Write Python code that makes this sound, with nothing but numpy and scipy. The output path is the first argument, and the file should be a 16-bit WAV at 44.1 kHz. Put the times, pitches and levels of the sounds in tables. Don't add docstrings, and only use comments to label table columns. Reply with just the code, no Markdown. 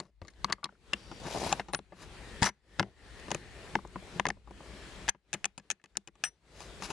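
import sys
import numpy as np
from scipy import signal
from scipy.io import wavfile
from scipy.ndimage import uniform_filter1d

SR = 44100
rng = np.random.default_rng(int(sys.argv[2]) if len(sys.argv) > 2 else 0)


def master_out(mix):
    frames = np.transpose(np.atleast_2d(mix))
    ceiling = np.clip(frames, -1, 1)
    pcm = np.round(ceiling * 32767).astype(np.int16)
    wavfile.write(sys.argv[1], SR, pcm)


N = 305171


def gain_of(db):
    return 10 ** (np.asarray(db) / 20)


def evened(x):
    return x / np.sqrt(np.mean(x ** 2) + 1e-20)


def peaked(x):
    return x / abs(x).max()


def read(points, hz):
    point_hz, value = np.transpose(points)
    return np.interp(np.log(hz + 1), np.log(point_hz + 1), value)


def add(mix, start_s, sound, pan_db):
    part = mix[:, round(start_s * SR):][:, :sound.shape[1]]
    panned = sound * gain_of([[pan_db / 2], [-pan_db / 2]])
    part += panned[:, :part.shape[1]]


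# frequency in Hz, correlation 0 to 1.
LIKENESS = [(60, 0.59), (130, 1), (280, 1), (590, 0.85), (1260, 0.78), (2700, 0.27), (5790, 0.45),
            (12400, 0.02)]
# frequency in Hz, left against right in dB.
BALANCE = [(60, 4.5), (110, 1), (200, 4.5), (350, 3), (640, 4), (1160, 0.5), (2100, 3), (3790, 4.5),
           (6860, 5.5), (12400, 4)]


def noise(spectrum, patchy_db, size):
    frames, hz = 4 * N // size + 5, np.fft.rfftfreq(size, 1 / SR)
    a, b, c, d, patches = rng.standard_normal((frames, len(hz), 5)).T
    patches = uniform_filter1d(patches, 10, 0)
    patches = evened(uniform_filter1d(patches, 12, 1))
    same = np.clip(read(LIKENESS, hz), -1, 1)[:, None]
    left = a + 1j * b
    right = same * left + np.sqrt(1 - same ** 2) * (c + 1j * d)
    ear_db = np.array([.5, -.5])[:, None, None] * read(BALANCE, hz)[:, None]
    level_db = read(spectrum, hz)[:, None] + patchy_db * patches + ear_db
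    bins = np.array([left, right]) * gain_of(level_db)
    return evened(signal.istft(bins, nperseg=size, noverlap=size * 3 // 4)[1][:, :N])


# start in seconds, end in seconds, centre in Hz, width in Hz,
# level against the wash in dB.
WHISTLES = [(0.95, 1.25, 4680, 110, -11), (0.952, 1.198, 5570, 120, -14), (2.1, 3.8, 1820, 170, -8),
            (4.399, 5.08, 1740, 120, -15), (4.55, 5.08, 620, 40, -16), (6.35, 6.8, 640, 40, -16)]


def whistles():
    out = np.zeros((2, N))
    for start_s, end_s, hz, width_hz, db in WHISTLES:
        hiss = rng.standard_normal((3, N))[:, :round((end_s - start_s) * SR)]
        shared = hiss[:2] + 2.6 * hiss[2]
        band = signal.lfilter(*signal.iirpeak(hz, hz / width_hz, SR), shared)
        fade = signal.windows.tukey(band.shape[1], .3)
        add(out, start_s, gain_of(db) * evened(band) * fade, 4)
    return out


# start in seconds, depth of the wash in dB, depth of the rumble in dB.
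DIPS = [(0, 67, 20), (.2, 23, 7.5), (.46, 18, 8), (.54, 28, 20), (0.656, 25, 18.5), (.945, 7, -7),
        (1.608, 15, 6), (1.769, 23.5, 12), (2.49, 31.5, 24), (2.821, 20, 12), (3.36, 6, 1),
        (3.766, 11, 1.5), (4.2, 15, -0.5), (4.307, 23, 7), (5.096, 39.5, 29.5), (5.36, 18.5, 15.5),
        (5.47, 31.5, 21), (5.59, 24.5, 27), (5.72, 38.5, 38), (5.87, 29.5, 22), (5.99, 36, 23.5),
        (6.091, 18, 24), (6.277, 29.5, 24.5)]
SINK_S, SAG_S, SAG_SHARE = 0.0096, 0.074, 0.26
HOLD_S, SWELL_S = 0.13, 0.12


def dips():
    t, depth = np.arange(N) / SR, np.zeros((2, N))
    for start_s, *depth_db in DIPS:
        since = np.maximum(t - start_s, 0)
        drop = (1 - SAG_SHARE) * np.exp(-since / SINK_S)
        sag = SAG_SHARE * np.exp(-since / SAG_S)
        swell = np.exp(-np.maximum(since - HOLD_S, 0) / SWELL_S)
        depth = np.maximum(depth, np.outer(depth_db, (1 - drop - sag) * swell))
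    return -depth


# frequency in Hz, density in dB per Hz.
WASH = [(53, -39.5), (90, -7.5), (128, -1), (276, -7.5), (393, -3.5), (474, -7.5), (608, -10.5),
        (1230, -14.5), (1790, -13.5), (2490, -15), (4190, -18.5), (6090, -25), (7980, -25), (10900, -31.5),
        (12900, -45), (16700, -67.5), (22000, -120)]
# frequency in Hz, density in dB per Hz.
RUMBLE = [(15, -47.5), (25, -7.5), (41, -4.5), (54, 1.5), (65, -2.5), (81, -16), (100, -7), (130, -39),
          (220, -120)]
WASH_DB, RUMBLE_DB = -50, -53.5
HISS_DB = -85
HUM_HZ, HUM_SHARE = 55.8, .6


def street():
    wash_dip_db, rumble_dip_db = dips()
    hum = HUM_SHARE * np.sin(2 * np.pi * HUM_HZ * np.arange(N) / SR) * gain_of([[2], [-2]])
    wash_gain = np.hypot(gain_of(WASH_DB + wash_dip_db), gain_of(HISS_DB))
    wash = wash_gain * (noise(WASH, 1.6, size=1024) + whistles())
    rumble = noise(RUMBLE, 0.38, size=8192) + hum
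    return wash + gain_of(RUMBLE_DB + rumble_dip_db) * rumble


def wall(x):
    t = np.arange(5000) / SR
    taps = rng.standard_normal((2, len(t))) * gain_of(-60 * t / 0.18) * (t > .003)
    taps = signal.lfilter(*signal.butter(2, 2500, fs=SR), taps)
    return signal.fftconvolve(x, taps / np.linalg.norm(taps[0]), axes=1)[:, :N]


# start in seconds, level in dB, pitch in Hz, t60 in seconds.
THUDS = [(0.219, -38, 87, 0.078), (2.421, -13.5, 131, 0.028), (2.797, -33.5, 110, 0.18),
         (3.35, -38, 152, 0.085), (4.16, -37, 179, .1)]


def thuds():
    out, t = np.zeros((2, N)), np.arange(4000) / SR
    for start_s, db, hz, t60_s in THUDS:
        push = -gain_of(db - 60 * t / t60_s) * np.sin(2 * np.pi * hz * t)
        add(out, start_s, push * np.ones((2, 1)), 4.5)
    return out


# start in seconds, peak in dB, pitch in Hz.
CATCHES = [(1.219, -41, 466), (1.343, -52, 300), (1.356, -31, 410), (1.374, -28, 840), (1.388, -36.5, 296),
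           (1.4, -30.5, 700), (1.432, -27, 697), (1.449, -27.5, 880), (1.465, -39, 738), (1.474, -31, 479),
           (1.488, -39.5, 303), (1.504, -32, 855)]
CATCH_T60_S = 0.0087


def catches():
    out, t = np.zeros((2, N)), np.arange(1500) / SR
    for start_s, db, hz in CATCHES:
        tones = np.sin(2 * np.pi * hz * t)
        tones += 0.5 * np.sin(2 * np.pi * 0.41 * hz * t)
        tones += 0.3 * np.sin(2 * np.pi * 2.5 * hz * t)
        pulse = peaked(gain_of(-60 * t / CATCH_T60_S) * tones)
        add(out, start_s, gain_of(db) * pulse * np.ones((2, 1)), 4.5)
    return out


SCATTER_DB = 1.6


def ring(modes, chance, side):
    t, (pan_db, scatter_rad) = np.arange(4000) / SR, side
    hz, db, t60_s = np.transpose(modes)[:, :, None]
    strength, detune, turn = chance[:3 * len(modes)].reshape(3, -1, 1)
    onset = 1 - np.exp(-t * hz * 0.72)
    decay = gain_of(db + SCATTER_DB * strength - 60 * t / t60_s) * onset
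    phase = 2 * np.pi * hz * (1 + 0.021 * detune) * t
    ears = []
    for ear in (1, -1):
        tones = decay * np.sin(phase + ear * scatter_rad * turn)
        ears.append(gain_of(ear * pan_db / 2) * tones.sum(0))
    return np.array(ears)


# frequency in Hz, relative level in dB, nominal t60 in seconds.
BOARDS = [(165.5, -9, 0.073), (194.6, -6.5, 0.1), (263.6, 5.5, 0.025), (348, 1.5, 0.034),
          (420.7, -2, 0.034), (560, 7, 0.015)]
LOW_PLATE = [(842.5, -2.8, 0.013), (984.6, 1, 0.016), (1145, 0.89, 0.015), (1385, -1.6, 0.012)]
PLATE = [(1585, -11, 0.006), (1756, -12, 0.01), (2023, -3.5, 0.0068), (2520, -5, 0.0048)]
TREBLE = [(2560, -0.5, 0.0094), (2880, -0.5, 0.012), (3290, -3, 0.014), (3985, -8, 0.013),
          (4320, 2.5, 0.0065), (4740, -2.5, 0.0086), (5120, 5.5, 0.0066), (5770, 5.5, 0.0054)]
EDGE = [(6500, 8, 0.0036), (7270, -0.5, 0.0047), (8250, 4, 0.0023), (9260, -6.5, 0.0051),
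        (9850, -16.5, 0.0036)]
# left against right in dB, phase scatter in radians.
SIDES = [(4, 0.059), (4.5, 0.2), (5, 0.2), (5.5, 0.28), (8, 0.94)]


def scrape(rows):
    s, *columns = np.transpose(rows)
    t = np.arange(s[0], s[-1], 1 / SR)
    db, boards_db, treble_db = (np.interp(t, s, column) for column in columns)
    out = np.zeros((2, len(t)))
    grip = gain_of(1.4 * evened(uniform_filter1d(rng.standard_normal(len(t)), 250)))
    groups = ((LOW_PLATE, 0, 350, SIDES[1]), (PLATE, -5., 1500, SIDES[2]),
              (BOARDS, boards_db, 300, SIDES[0]), (TREBLE + EDGE, treble_db, 5000, SIDES[4]))
    for modes, group_db, slips_per_s, side in groups:
        struck = rng.random(len(t)) < slips_per_s / SR
        size = gain_of(1.5 * np.minimum(rng.exponential(1, len(t)), 4))
        slips = struck * size * rng.choice([-1, 1], len(t))
        pressed = np.array(modes) * [1, 1, .55]
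        body = ring(pressed, 0.14 * rng.standard_normal(39), side)
        sound = signal.fftconvolve(body, (slips * grip)[None])[:, :len(t)]
        out += gain_of(db + group_db) * evened(sound)
    return s[0], out * signal.windows.tukey(len(t), .15)


# time in seconds, slips in dB, boards against them in dB,
# treble against them in dB, rush in dB.
DRAG = [(1.2, -74, -5, -19, -53.5), (1.26, -52.5, -18, 0.5, -53.5), (1.33, -54.5, -15, 7.5, -45),
        (1.39, -59, 8, 10.5, -41.5), (1.46, -56.5, 11.5, 10, -38), (1.528, -42.5, 3, -1, -48.5),
        (1.599, -78.5, 8.5, -28, -52)]
# frequency in Hz, density in dB per Hz.
RUSH = [(47, -36), (80, -12), (133, -8), (457, -1), (498, -3), (730, 1), (1350, -15), (6510, -19),
        (9960, -25), (12900, -37.5), (16700, -74.5), (22000, -120)]


def drag():
    s, *slips, rush_db = np.transpose(DRAG)
    t = np.arange(N) / SR
    surge_db = 2.9 * evened(uniform_filter1d(rng.standard_normal(N), 220))
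    level_db = np.interp(t, s, rush_db, -120, -120) + surge_db
    out = gain_of(level_db) * noise(RUSH, 4.0, size=256)
    add(out, *scrape(np.transpose([s, *slips])), 0)
    return out


# start in seconds, loudest in seconds, end in
# seconds, level in dB, # boards against it in dB, treble against it in dB.
SCRAPES = [(0, -0.002, 0.11, -65, 10.5, -2), (0.214, 0.215, .33, -75, 18.5, 1),
           (0.471, 0.507, .524, -40.5, -3, -27), (1.948, 2.024, 2.09, -55.5, 1, 1),
           (2.442, 2.459, 2.502, -29.5, -11.5, -2), (2.823, 2.835, 2.92, -76, 27.5, -17),
           (4.096, 4.177, 4.2, -59.5, 14, -0.5), (5.34, 5.347, 5.39, -63.5, 10, -15.5),
           (6.499, 6.623, 6.74, -58, -1.5, 4.5), (6.803, 6.846, 6.89, -46.5, 0, 6.5),
           (6.871, 6.914, 6.92, -45, 5.5, -0.5)]
RISE_DB, FALL_DB = -24, -23


def scrapes():
    out = np.zeros((2, N))
    for start_s, loudest_s, end_s, db, *colour in SCRAPES:
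        rows = [(start_s, db + RISE_DB, *colour), (loudest_s, db, *colour), (end_s, db + FALL_DB, *colour)]
        add(out, *scrape(rows), 0)
    return out


# frequency in Hz, t60 in seconds.
ROD = [(5868, 0.17), (8247, .07), (9270, 0.15), (9415, 0.28), (11200, 0.084), (11680, .07)]
# struck in seconds, touched in seconds, change at the touch in dB,
# then the level of each rod mode in dB.
RINGS = [(1.73, 1.784, -38, -67, -69, -72, -41.5, -70, -64),
         (2.451, 2.497, -26, -32, -39, -42.5, -59, -56, -66),
         (6.243, 6.288, -16, -34.5, -33, -38.5, -60.5, -46.5, -49.5)]


def rod():
    out, t = np.zeros((2, N)), np.arange(8000) / SR
    hz, t60_s = np.transpose(ROD)[:, :, None]
    for struck_s, touched_s, lost_db, *db in RINGS:
        touch_db = lost_db * np.clip((t - (touched_s - struck_s)) / 0.01, 0, 1)
        level = gain_of(np.array(db)[:, None] - 60 * t / t60_s + touch_db)
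        ears = [(level * np.sin(2 * np.pi * hz * t + lag_rad)).sum(0) for lag_rad in (0, 1.2)]
        add(out, struck_s, np.array(ears), 6.5)
    return out


LEAD_DB, LEAD_OCTAVES = 11, .16


def led(modes, lead_hz):
    hz, db, t60_s = np.transpose(modes)
    octaves = np.log2(hz / lead_hz)
    return np.transpose([hz, db + LEAD_DB * np.exp(-(octaves / LEAD_OCTAVES) ** 2), t60_s])


# start in seconds, blow strength in dB, then against it boards, low plate and treble in dB,
# nominal t60 of the gritty contact in seconds.
KNOCKS = [(0.0004, -31, -2.5, 0, 3.5, 0.018), (0.053, -65, 11, 8, 2, 0.022),
          (0.216, -40.5, 1.5, -1, -5, 0.025), (0.2491, -53.5, 3, 2, 2, 0.035),
          (0.272, -61, -1, -11, 7, .02), (0.281, -43, -9, -24, 2, 0.025), (0.3015, -63, -5, -6, 8, 0.061),
          (0.335, -61, -9, -4, 4, 0.03), (0.4441, -19, -11, 2, 4.5, 0.014),
          (0.4994, -38, -12.5, 0, 2, 0.015), (0.5071, -53, -19, 23, -16, .01),
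          (0.5228, -32.5, -6, 9, 11.5, 0.028), (0.5257, -18.5, -15.5, -36, 3.5, 0.014),
          (0.5824, -61, 7, 12.5, -17, 0.08), (0.63, -45.5, -30, 11, -21, 0.047),
          (0.642, -33.5, -6, 2.5, 12.5, 0.019), (0.655, -37, -5, 5.5, -1, 0.025),
          (0.6908, -57, 3, 16, -11, 0.0093), (0.724, -69.5, 17, 13.5, -14, 0.0078),
          (0.7516, -77, 0, 18.5, -3, .017), (0.9305, -43, -11, 14, 5, 0.013),
          (0.933, -20, -9.5, -14, 5, 0.02), (1.114, -41, 4, 8, -2, 0.045), (1.2527, -37, 5, 4.5, -10, 0.03),
          (1.2642, -38.5, 3, -17, -13, 0.028), (1.526, -18.5, -23, 3, 2, 0.016),
          (1.596, -21, -10, -1, -9, 0.028), (1.6844, -41.5, 1, 5, -4, 0.075),
          (1.734, -22, -5, 1.5, -4.5, 0.038), (1.7468, -16, -17, -8.5, -1, 0.0099),
          (1.7896, -37, 2, 1, -3.5, 0.0085), (1.9215, -46, 5, 3.5, -16, 0.047),
          (2.418, -32.5, -11.5, -7.5, 3, .02), (2.423, -17.5, -4.5, 0, -3.5, 0.052),
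          (2.4289, -21.5, -29, -30, 5, 0.042), (2.4421, -20.5, -15, -1.5, 3.5, 0.01),
          (2.469, -18, -29, -26, -9, 0.021), (2.489, -28.5, -12.5, -6.5, -4, 0.024),
          (2.789, -39, 1.5, -10, -6.5, .03), (2.7953, -10.5, -17, -8.5, -6, 0.018),
          (2.8019, -31.5, 11.5, 13.5, -2, 0.0074), (2.8277, -25, -7, -3, -9.5, 0.013),
          (3.197, -46.5, 2, 1, 0.5, 0.023), (3.2819, -41, 8.5, 6.5, -5, 0.012),
          (3.3054, -32.5, -3, 5, -2, 0.018), (3.3148, -20, -4, -1.5, -2.5, 0.015),
          (3.3463, -27, 0, 1, 1.5, 0.014), (3.7535, -12, -9.5, -3.5, -14, 0.0049),
          (3.7885, -53.5, 14, 22, -18, 0.0059), (3.8494, -58.5, 22.5, 23, -15, 0.019),
          (3.874, -61, -10, -10, 8.5, .012), (3.9578, -36, 5.5, 9.5, -24, 0.019),
          (4.024, -54, 14, 5, -12, 0.017), (4.1968, -11.5, -16, -0.5, -6.5, 0.008),
          (4.2537, -15.5, -15, 0, -12, 0.012), (4.2666, -19, -6, -10, -4, 0.012),
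          (4.286, -33.5, 0.5, 7.5, 6, 0.02), (4.3022, -20.5, -11.5, -4.5, -7.5, 0.011),
          (4.369, -61.5, 12, 8, -15, 0.017), (4.4737, -57, 9.5, 13.5, -4, 0.034),
          (4.5077, -52.5, 11.5, 10.5, -2, .022), (4.605, -53, 11, 13.5, -13, 0.0085),
          (5.08, -23.5, -20, -4, -4, 0.023), (5.0873, -14, -35, -7.5, -2, 0.019),
          (5.093, -35.5, -23, -9, 14.5, 0.015), (5.1475, -51.5, 2, 5, -14, 0.019),
          (5.3298, -27, -22, -5.5, 3.5, .018), (5.3373, -31, -6.5, -3.5, 7, 0.023),
          (5.343, -26.5, -7, -6.5, -3, 0.025), (5.443, -19.5, -27, -17, 1.5, 0.011),
          (5.454, -27, -13.5, 0, 8.5, 0.012), (5.5777, -40.5, 0, 0.5, 4.5, 0.031),
          (5.597, -47.5, -5.5, -5, -3, 0.019), (5.7019, -21.5, -32.5, -10.5, 3.5, 0.014),
          (5.711, -30.5, -11, -14, 7, 0.025), (5.798, -57.5, -16, -15.5, -15, 0.024),
          (5.815, -64.5, -19.5, -12, -2, .012), (5.8394, -46.5, -4, -2, 1.5, 0.027),
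          (5.858, -48.5, -14.5, -12, -1.5, 0.01), (5.954, -41.5, -11, -10, -11, 0.028),
          (5.9695, -29.5, -10, -5, 10.5, 0.014), (6.074, -45.5, -3, 0, 7, 0.02),
          (6.083, -45, -5, -4, -3.5, 0.018), (6.1538, -58, -3, 4, 2, .026),
          (6.238, -18, -42, -15, 2, 0.011), (6.249, -31, -35, -12.5, -0.5, 0.075),
          (6.6045, -44.5, -19, 5, 5.5, 0.022), (6.8012, -46, 5.5, -4, -12, 0.016),
          (6.822, -33, -5.5, 6.5, 0.5, 0.034), (6.9022, -34, -22, 4.5, 1, 0.13)]
# start in seconds,
# leading pitch of low plate, plate and treble in Hz.
HOLDS = [(0, 1100, 1870, 4440), (0.67, 1390, 1750, 3600), (0.85, 1146, 1830, 3040), (1.05, 830, 1640, 2430),
         (1.56, 790, 1600, 4000), (2.2, 1010, 1770, 4700), (2.65, 872, 1520, 1920), (3.33, 826, 1400, 2500),
         (3.6, 885, 1780, 2300), (5.25, 805, 1780, 2440), (5.92, 840, 1630, 4800), (6.03, 800, 1650, 2530)]
# time in seconds, offset against the edge rule in dB.
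EDGE_SPELLS = [(0, -4.5), (1, -16.5), (1.5, -1.5), (2.9, -1), (3.3, 5.5), (4.22, -1), (4.27, 2), (5, -0.5),
               (6.9, -1.5)]
EDGE_DB, EDGE_DB_PER_TREBLE_DB = -1.5, 1.89
CONTACT_SHARES = (0.94, 1.5, 1.84, 1.0, 1.08)


def knocks():
    out, t = np.zeros((2, N)), np.arange(2000) / SR
    chance = rng.standard_normal((len(KNOCKS), 5, 24))
    grit = rng.standard_normal((len(KNOCKS), len(t)))
    tick = 4.22 * np.exp(-((t - .0006) / .00003) ** 2)
    onset = 1 - np.exp(-t / 0.00055)
    for (start_s, db, boards_db, low_db, treble_db, t60_s), draws, g in zip(KNOCKS, chance, grit):
        spell_db = np.interp(start_s, *np.transpose(EDGE_SPELLS))
        edge_db = EDGE_DB + EDGE_DB_PER_TREBLE_DB * treble_db + spell_db
        levels_db = boards_db, low_db, 0, treble_db, edge_db
        begun = [hold[1:] for hold in HOLDS if hold[0] <= max(start_s, HOLDS[0][0])]
        low_hz, plate_hz, treble_hz = begun[-1]
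        groups = BOARDS, led(LOW_PLATE, low_hz), led(PLATE, plate_hz), led(TREBLE, treble_hz), EDGE
        body = 0
        for modes, group_db, share, draw, side in zip(groups, levels_db, CONTACT_SHARES, draws, SIDES):
            decay = gain_of(-60 * t / np.clip(t60_s * share, .003, .1))
            contact = tick + g * abs(g) / 2 * decay * onset
            sound = signal.fftconvolve(ring(modes, draw, side), contact[None])
            body = body + gain_of(group_db) * peaked(sound)
        add(out, start_s, gain_of(db) * body, 0)
    return out


def scene():
    gate = thuds() + catches() + drag() + scrapes() + rod() + knocks()
    return street() + gain_of(-37.0) * wall(gate) + gate


MIC_LOW_HZ, MIC_TOP_HZ, BAND_LIMIT_HZ = 36.3, 11900, 16000


def record(dry):
    heard = signal.sosfilt(signal.butter(2, MIC_LOW_HZ, "high", fs=SR, output="sos"), dry)
    heard = signal.sosfilt(signal.butter(N=5, Wn=MIC_TOP_HZ, fs=SR, output="sos"), heard)
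    soft = 0.43 * np.tanh(heard / 0.36)
    band_limit = signal.firwin(511, BAND_LIMIT_HZ, window=("kaiser", 9), fs=SR)
    return signal.oaconvolve(soft, band_limit[None], "same")


dry = scene()
out = record(dry)
master_out(out)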